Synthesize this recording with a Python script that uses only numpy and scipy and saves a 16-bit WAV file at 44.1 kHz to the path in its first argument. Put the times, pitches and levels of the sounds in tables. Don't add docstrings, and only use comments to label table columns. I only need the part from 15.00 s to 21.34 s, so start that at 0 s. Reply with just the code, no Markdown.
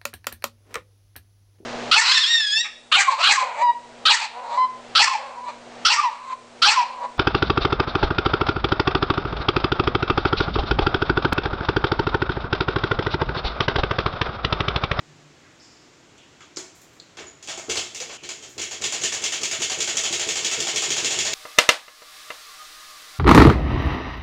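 import sys
import numpy as np
from scipy import signal
from scipy.fft import rfft, irfft, next_fast_len
from scipy.io import wavfile
from scipy.ndimage import uniform_filter1d

SR = 44100
rng = np.random.default_rng(int(sys.argv[2]) if len(sys.argv) > 2 else 0)


def wav_out(sig):
    wavfile.write(sys.argv[1], SR, np.round(np.clip(np.atleast_2d(sig).T, -1, 1) * 32767).astype(np.int16))


N = 279594
TIME = np.arange(N) / SR

# needle-bar clack in seconds, steel accent in dB,
# thump accent in dB.
STITCHES = [(3.616, -6, -3), (3.84, -.5, 0), (4.036, 0, 1), (4.2397, -.5, -2), (4.4331, 0, 0.5),
            (4.6193, 0, 1), (4.8048, -0.5, 0.5), (4.97, 0.5, 0), (5.1264, -0.5, 2), (5.2886, -1, 1),
            (5.447, 0, -1), (5.603, -0.5, 2.5), (5.76, 0.5, 0), (5.904, -0.5, 0.5), (6.0456, 0, 0.5),
            (6.1886, -.5, 0.5), (6.3334, -0.5, -2.5)]
STITCH_S, STEEL_ACCENT_DB, THUMP_ACCENT_DB = np.transpose(STITCHES)
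USUAL_STITCHES_PER_S = 6


def each_stitch(turn, accent_db):
    number = np.arange(len(STITCH_S))
    clock_s = np.r_[2 * STITCH_S[0] - STITCH_S[1], STITCH_S, 2 * STITCH_S[-1] - STITCH_S[-2]]
    rows = []
    for turns, level_db, db_per_doubling, *tone in turn:
        start_s = np.interp(number + turns, np.arange(-1, len(STITCH_S) + 1), clock_s)
        levels_db = level_db + accent_db + db_per_doubling * speed_doublings(start_s)
        rows += [(s, db, *tone) for s, db in zip(start_s, levels_db) if s < TIME[-1]]
    return rows


def speed_doublings(times_s):
    stitches_per_s = np.interp(times_s, STITCH_S, 1 / np.gradient(STITCH_S))
    return np.log2(stitches_per_s / USUAL_STITCHES_PER_S)


# offset in turns, level at usual speed in dB, dB per speed doubling, then table thud,
# iron bed, bright steel and chatter in dB re that level.
TURN_CLACKS = [(-.088, -25, -10, -18, -13, -6.5, -6.5), (0, -10.5, 2, -23.5, -25.5, -8.5, -6.5)]
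# start in seconds, level in dB, then iron bed and bright steel in dB re that level.
HAND_CLACKS = [(1.406, -33, -19, -17.5), (1.5699, -31, -5.5, 0), (2.171, -26.5, -13, -13),
               (2.4266, -33.5, -16, -3.5), (2.4735, -26, -17, -6.5), (2.576, -29, -4.5, -2.5),
               (2.6973, -14.5, -14.5, -7), (2.7558, -17, -13, -6.5), (2.7716, -13.5, -18.5, -8.5),
               (2.9474, -22.5, -20.5, -6.5), (3.0018, -19, -16, -8.5), (3.236, -25.5, -24, -11.5),
               (3.29, -21, -18, -9), (3.5804, -21.5, -19, -9)]


def clacks():
    return by_hand(HAND_CLACKS, chatter_db=-6) + each_stitch(TURN_CLACKS, STEEL_ACCENT_DB)


TURN_RETURNS = [(0.424, -16, 1.2, -26, -15.5, -7.5, -5.5), (0.529, -17, 15, -23, -19.5, -14, -6.5)]
HAND_RETURNS = [(2.1856, -38, -2, -26), (2.4853, -22.5, -12, -9), (3.0923, -28.5, -9, -13),
                (3.1268, -33, -12, -6), (3.4251, -33, -16.5, -7.5)]


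def shuttle_returns():
    return by_hand(HAND_RETURNS, chatter_db=-2) + each_stitch(TURN_RETURNS, STEEL_ACCENT_DB)


def by_hand(rows, chatter_db):
    return [(s, db, bed_db - 2.5, bed_db, steel_db, chatter_db) for s, db, bed_db, steel_db in rows]


# offset in turns, level at usual speed in dB, dB per speed doubling, then deep boom
# and linkage rattle in dB re that level.
TURN_THUMPS = [(-.16, -30, 3, -7.5, 2.5), (-.06, -36.5, 14, -14, -2), (.12, -41, 15, -1, 11.5),
               (.49, -36.5, 4, -8, 4)]
# start in seconds, level in dB.
HAND_THUMPS = [(2.185, -32.5), (2.683, -26), (3.222, -33.5), (3.568, -36.5)]


def feed_thumps():
    boom_db, rattle_db = -20, -4.5
    nudged = [(s, db, boom_db, rattle_db) for s, db in HAND_THUMPS]
    return nudged + each_stitch(TURN_THUMPS, THUMP_ACCENT_DB)


def contacts(start_s, level_db, chatter_db, crack_db, crack_s, chatter_s, swell_s):
    crack = decays(start_s, level_db + crack_db, crack_s)
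    crack = uniform_filter1d(uniform_filter1d(crack, size=54), size=36)
    chatter_start_s = start_s + 0.0074
    settling = decays(chatter_start_s, level_db + chatter_db, chatter_s)
    swelling = decays(chatter_start_s, level_db + chatter_db, swell_s)
    return grains(np.abs(crack), per_s=SR) + grains(np.abs(settling - swelling), per_s=1600)


def strokes(rows, crack_db, crack_s, chatter_s, swell_s):
    start_s, level_db, _, bed_db, steel_db, chatter_db = np.transpose(rows)
    arm_crack_db = -3.5
    parts = [(bed_db, 1.4, 0), (0, 1.2, arm_crack_db), (steel_db, 1, 0)]
    return np.array([contacts(start_s, level_db + part_db, chatter_db, crack_db + soften_db,
                              crack_s * stretch, chatter_s * stretch, swell_s * stretch)
                     for part_db, stretch, soften_db in parts])


# frequency in Hz, relative level in dB.
METAL_SPECTRUM = [(350, -25.5), (600, -5), (1000, -7), (1700, -6.5), (2300, -2.5), (3300, -1), (3900, -3.5),
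                  (5800, 2.5), (7200, 4), (8300, -8), (10000, -19), (12500, -30.5), (15500, -28.5)]
# centre in Hz, width in Hz, lift in dB.
METAL_MODES = [(648, 28, 8), (1850, 80, 4), (2000, 70, -5), (2130, 24, 7), (2263, 40, 5.5), (2470, 50, -3),
               (2631, 28, 5), (2773, 25, 5), (3160, 20, 6.5), (3318, 28, 4.5), (3476, 24, 7.5),
               (3523, 22, 3), (3857, 22, 3), (4277, 26, 5), (4480, 100, 3), (6946, 25, 2), (7223, 25, 4),
               (7297, 26, 5)]


def metalwork(clack_rows, return_rows, thump_rows):
    hard = strokes(clack_rows, crack_db=1.5, crack_s=0.0034, chatter_s=0.017, swell_s=0.0036)
    soft = strokes(return_rows, crack_db=0, crack_s=0.0066, chatter_s=0.021, swell_s=0.0052)
    bed, arm, steel = hard + soft
    blows = (from_db(15) * cut(bed, 1850, "low", order=3)
             + from_db(1.2) * cut(arm, [1800, 4000], "band")
             + from_db(4) * cut(steel, 3700, "high", order=3))
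    thump_s, thump_db, _, rattle_db = np.transpose(thump_rows)
    slack = decays(thump_s + 0.0092, thump_db + rattle_db - 3.5, decay_s=0.015)
    hiss = rubbing(hand_db=-55, usual_db=-53, db_per_doubling=10)
    shaking = room(blows + grains(slack + hiss, per_s=1600), wet_db=1.5, build_s=0.002)
    return colour(shaking + tension_spring(shaking), METAL_SPECTRUM, METAL_MODES)


# centre in Hz, width in Hz, relative level in dB.
SPRING_MODES = [(6500, 160, -1), (6850, 100, 6.5), (7350, 98, -30)]


def tension_spring(shaking):
    ring = np.zeros(N)
    for hz, width_hz, db in SPRING_MODES:
        band = cut(shaking, [hz - width_hz / 2, hz + width_hz / 2], "band", order=1)
        ring += from_db(db) * np.sqrt(SR / (np.pi * width_hz)) * band
    return from_db(-28) * ring


# frequency in Hz, relative level in dB.
WOOD_SPECTRUM = [(120, -31.5), (220, -8), (300, -7), (420, 2.5), (520, -9), (800, -16.5), (1500, -21),
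                 (4000, -64)]
BOOM_SPECTRUM = [(30, -39), (60, -14), (80, 2), (105, -7), (150, 11), (200, -5.5), (350, -5.5), (1500, -67)]
# centre in Hz, width in Hz, lift in dB.
TABLE_MODES = [(84.5, 33, 9), (146.16, 23, -1), (180, 9.9, 4), (217, 34, 5), (354.6, 32, 9), (434, 150, 2),
               (460, 38, 4), (690, 10, -3)]


def table_top(stroke_rows, thump_rows):
    thump_s, thump_db, boom_db, _ = np.transpose(thump_rows)
    stroke_s, stroke_db, thud_db = np.transpose(stroke_rows)[:3]
    thump_power = decays(thump_s, thump_db - 1.5, decay_s=0.034)
    stroke_power = decays(stroke_s, stroke_db + thud_db - 2.5, decay_s=0.023)
    belt_power = rubbing(hand_db=-54, usual_db=-54, db_per_doubling=18)
    judder = grains(thump_power + stroke_power + belt_power, per_s=SR)
    thuds = pushes(stroke_s + 0.0018, stroke_db + thud_db + 25)
    knock = pushes(thump_s, thump_db + 17.5) + thuds + judder
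    heave = pushes(thump_s, thump_db + boom_db + 24) + from_db(-13.5) * thuds + from_db(-11.5) * judder
    wood = colour(room(knock, wet_db=-6, build_s=0.0027, spots=3), WOOD_SPECTRUM, TABLE_MODES)
    boom = from_db(-1) * colour(heave, BOOM_SPECTRUM, TABLE_MODES)
    return cut(wood + boom, 55, "high")


def rubbing(hand_db, usual_db, db_per_doubling):
    nudged = (TIME > 2.48) & (TIME < 3.55)
    running = TIME > STITCH_S[0]
    running_db = usual_db + db_per_doubling * speed_doublings(TIME)
    return (nudged * from_db(hand_db) + running * from_db(running_db)) ** 2


# time in seconds, gain in dB.
LEVEL_DIP = [(3.170, -5), (3.176, -17), (3.226, -13), (3.233, -4)]


def sewing_machine():
    clack_rows, return_rows, thump_rows = clacks(), shuttle_returns(), feed_thumps()
    metal = metalwork(clack_rows, return_rows, thump_rows)
    wood = table_top(clack_rows + return_rows, thump_rows)
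    return (metal + wood) * from_db(np.interp(TIME, *np.transpose(LEVEL_DIP)))


# relative level in dB, centre in Hz, width in Hz, decay in seconds.
FOOT_MODES = [(-31, 334, 110, 0.0091), (-39.5, 940, 190, 0.0077), (-28, 5200, 2700, 0.0036)]


def presser_foot(drop_s):
    return sum(burst(drop_s, *mode) for mode in FOOT_MODES)


# start in seconds, relative level in dB, centre in Hz, width in Hz, decay in seconds.
PINGS = [(1.179, -47.5, 7940, 3290, 0.0052), (1.407, -46, 1450, 400, 0.011),
         (1.561, -41, 6000, 3000, 0.0085), (1.999, -38, 4160, 1100, .0025), (2, -40, 6960, 1500, 0.0018),
         (2.267, -44.5, 6930, 150, 0.027), (2.685, -35, 418, 110, 0.013), (2.691, -48, 83, 30, 0.065),
         (2.768, -26, 4370, 300, 0.0064), (2.774, -35, 3040, 350, 0.017), (2.96, -40, 14600, 450, .025),
         (2.96, -43, 12400, 350, .04), (3.004, -38.5, 478, 54, 0.016), (3.18, -52.5, 2740, 600, 0.054),
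         (5.64, -35, 800, 70.1, 0.016)]


def pings():
    return sum(burst(*row) for row in PINGS)


# start in seconds, relative level in dB, decay in seconds.
BANGLES = [(1.75, -44, 0.072), (1.815, -38, 0.021), (1.93, -50, 0.055), (3.28, -53, .03), (3.49, -43, 0.06)]


def bangles():
    return sum(burst(s, db, hz=12800, width_hz=6300, decay_s=decay_s) for s, db, decay_s in BANGLES)


RUSTLES = [(0.432, -60, 1680, 900, 0.095), (0.599, -57, 5070, 850, 0.16), (0.619, -61, 7040, 2000, 0.13),
           (1.179, -57.5, 2960, 800, .08)]


def cloth():
    return sum(burst(*row) for row in RUSTLES)


# frequency in Hz, relative level in dB.
MIC_SPECTRUM = [(6000, 2.5), (7200, 3), (8300, -8.5), (10000, -21), (12500, -23), (15500, -21)]


def handling():
    touches = cloth() + bangles() + presser_foot(drop_s=1.57) + pings()
    dulled = colour(from_db(-1.5) * touches, MIC_SPECTRUM)
    return room(dulled, wet_db=-4.5, build_s=0.0023, spots=1)


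# nominal delay in seconds, relative gain.
ECHOES = [(.0035, 0.59), (0.0124, 0.33), (0.0188, 0.38), (.0238, 0.32)]


def room(x, wet_db, build_s, spots=4, t60_s=0.45):
    t = TIME[:SR // 3]
    tail = from_db(-60 * t / t60_s) * (1 - np.exp(-t / build_s))
    tail /= np.sqrt(np.sum(tail ** 2))
    delays_s, gains = np.transpose(ECHOES)
    spot = np.arange(N) // 100 % spots
    out = x.copy()
    for k in range(spots):
        path = tail * rng.choice([-1, 1], len(t))
        arrivals_s = delays_s * rng.uniform(0.85, 1.15, len(delays_s))
        path[(arrivals_s * SR).astype(int)] += gains
        out += from_db(wet_db) * signal.oaconvolve(x * (spot == k), path)[:N]
    return out


def hum(hz=150, start_s=0.053, end_s=0.346, fade_s=0.035, rms_db=-55.5):
    waver = cut(rng.standard_normal(N), 8, "low")
    phase = 2 * np.pi * np.cumsum(hz + 3 * waver / waver.std()) / SR
    envelope = np.clip(np.minimum(TIME - start_s, end_s - TIME) / fade_s, 0, 1)
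    return from_db(rms_db) * envelope * np.sqrt(2) * np.sin(phase)


# frequency in Hz, relative noise density in dB.
AIR_SPECTRUM = [(25, -22), (55, -13), (90, -6.5), (150, -4.5), (200, -9.5), (300, -2.5), (500, -10),
                (1000, -13), (2500, -15), (5000, -20), (7300, -19), (8600, -33.5), (11000, -43.5),
                (15500, -48)]


def room_air(rms_db=-53):
    return from_db(rms_db) * colour(rng.standard_normal(N), AIR_SPECTRUM)


def burst(start_s, level_db, hz, width_hz, decay_s):
    power = from_db(level_db) ** 2 * np.exp(-2 * TIME[:SR] / decay_s)
    band = cut(grains(power, per_s=17000), [hz - width_hz / 2, hz + width_hz / 2], "band")
    return np.pad(band * np.sqrt(SR / (2 * width_hz)), (int(start_s * SR), N))[:N]


def pushes(times_s, levels_db):
    out = np.zeros(N)
    np.add.at(out, np.clip(np.round(times_s * SR).astype(int), 0, N - 1), from_db(levels_db))
    return out


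def decays(times_s, levels_db, decay_s):
    pole = np.exp(-2 / (decay_s * SR))
    return signal.lfilter([1], [1, -pole], pushes(times_s, levels_db) ** 2 + 1e-24)


def grains(power, per_s):
    chance = per_s / SR
    hits = rng.random(len(power)) < chance
    return np.sqrt(power / chance) * hits * rng.choice([-1, 1], len(power))


def colour(x, spectrum, modes=()):
    size = 2 * next_fast_len(N // 2 + SR // 4)
    hz = np.maximum(np.arange(size // 2 + 1) * SR / size, 1)
    points_hz, points_db = np.transpose(spectrum)
    level_db = np.interp(np.log(hz), np.log(points_hz), points_db)
    for centre_hz, width_hz, lift_db in modes:
        level_db += lift_db / (1 + (2 * (hz - centre_hz) / width_hz) ** 2)
    gain = from_db(level_db)
    cepstrum = irfft(np.log(gain / np.sqrt(np.mean(gain ** 2))))
    cepstrum[1:size // 2] *= 2
    cepstrum[size // 2 + 1:] = 0
    return irfft(rfft(x, size) * np.exp(rfft(cepstrum)))[:N]


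def cut(x, hz, kind, order=2):
    return signal.sosfilt(signal.butter(order, hz, kind, fs=SR, output="sos"), x + 1e-18)


def from_db(db):
    return 10 ** (np.asarray(db) / 20)


def scene():
    return (sewing_machine() + handling() + room_air() + hum())[None]


def record(dry):
    return signal.sosfilt(signal.ellip(10, 0.2, 70, 15900, fs=SR, output="sos"), dry)


dry = scene()
out = record(dry)
wav_out(out)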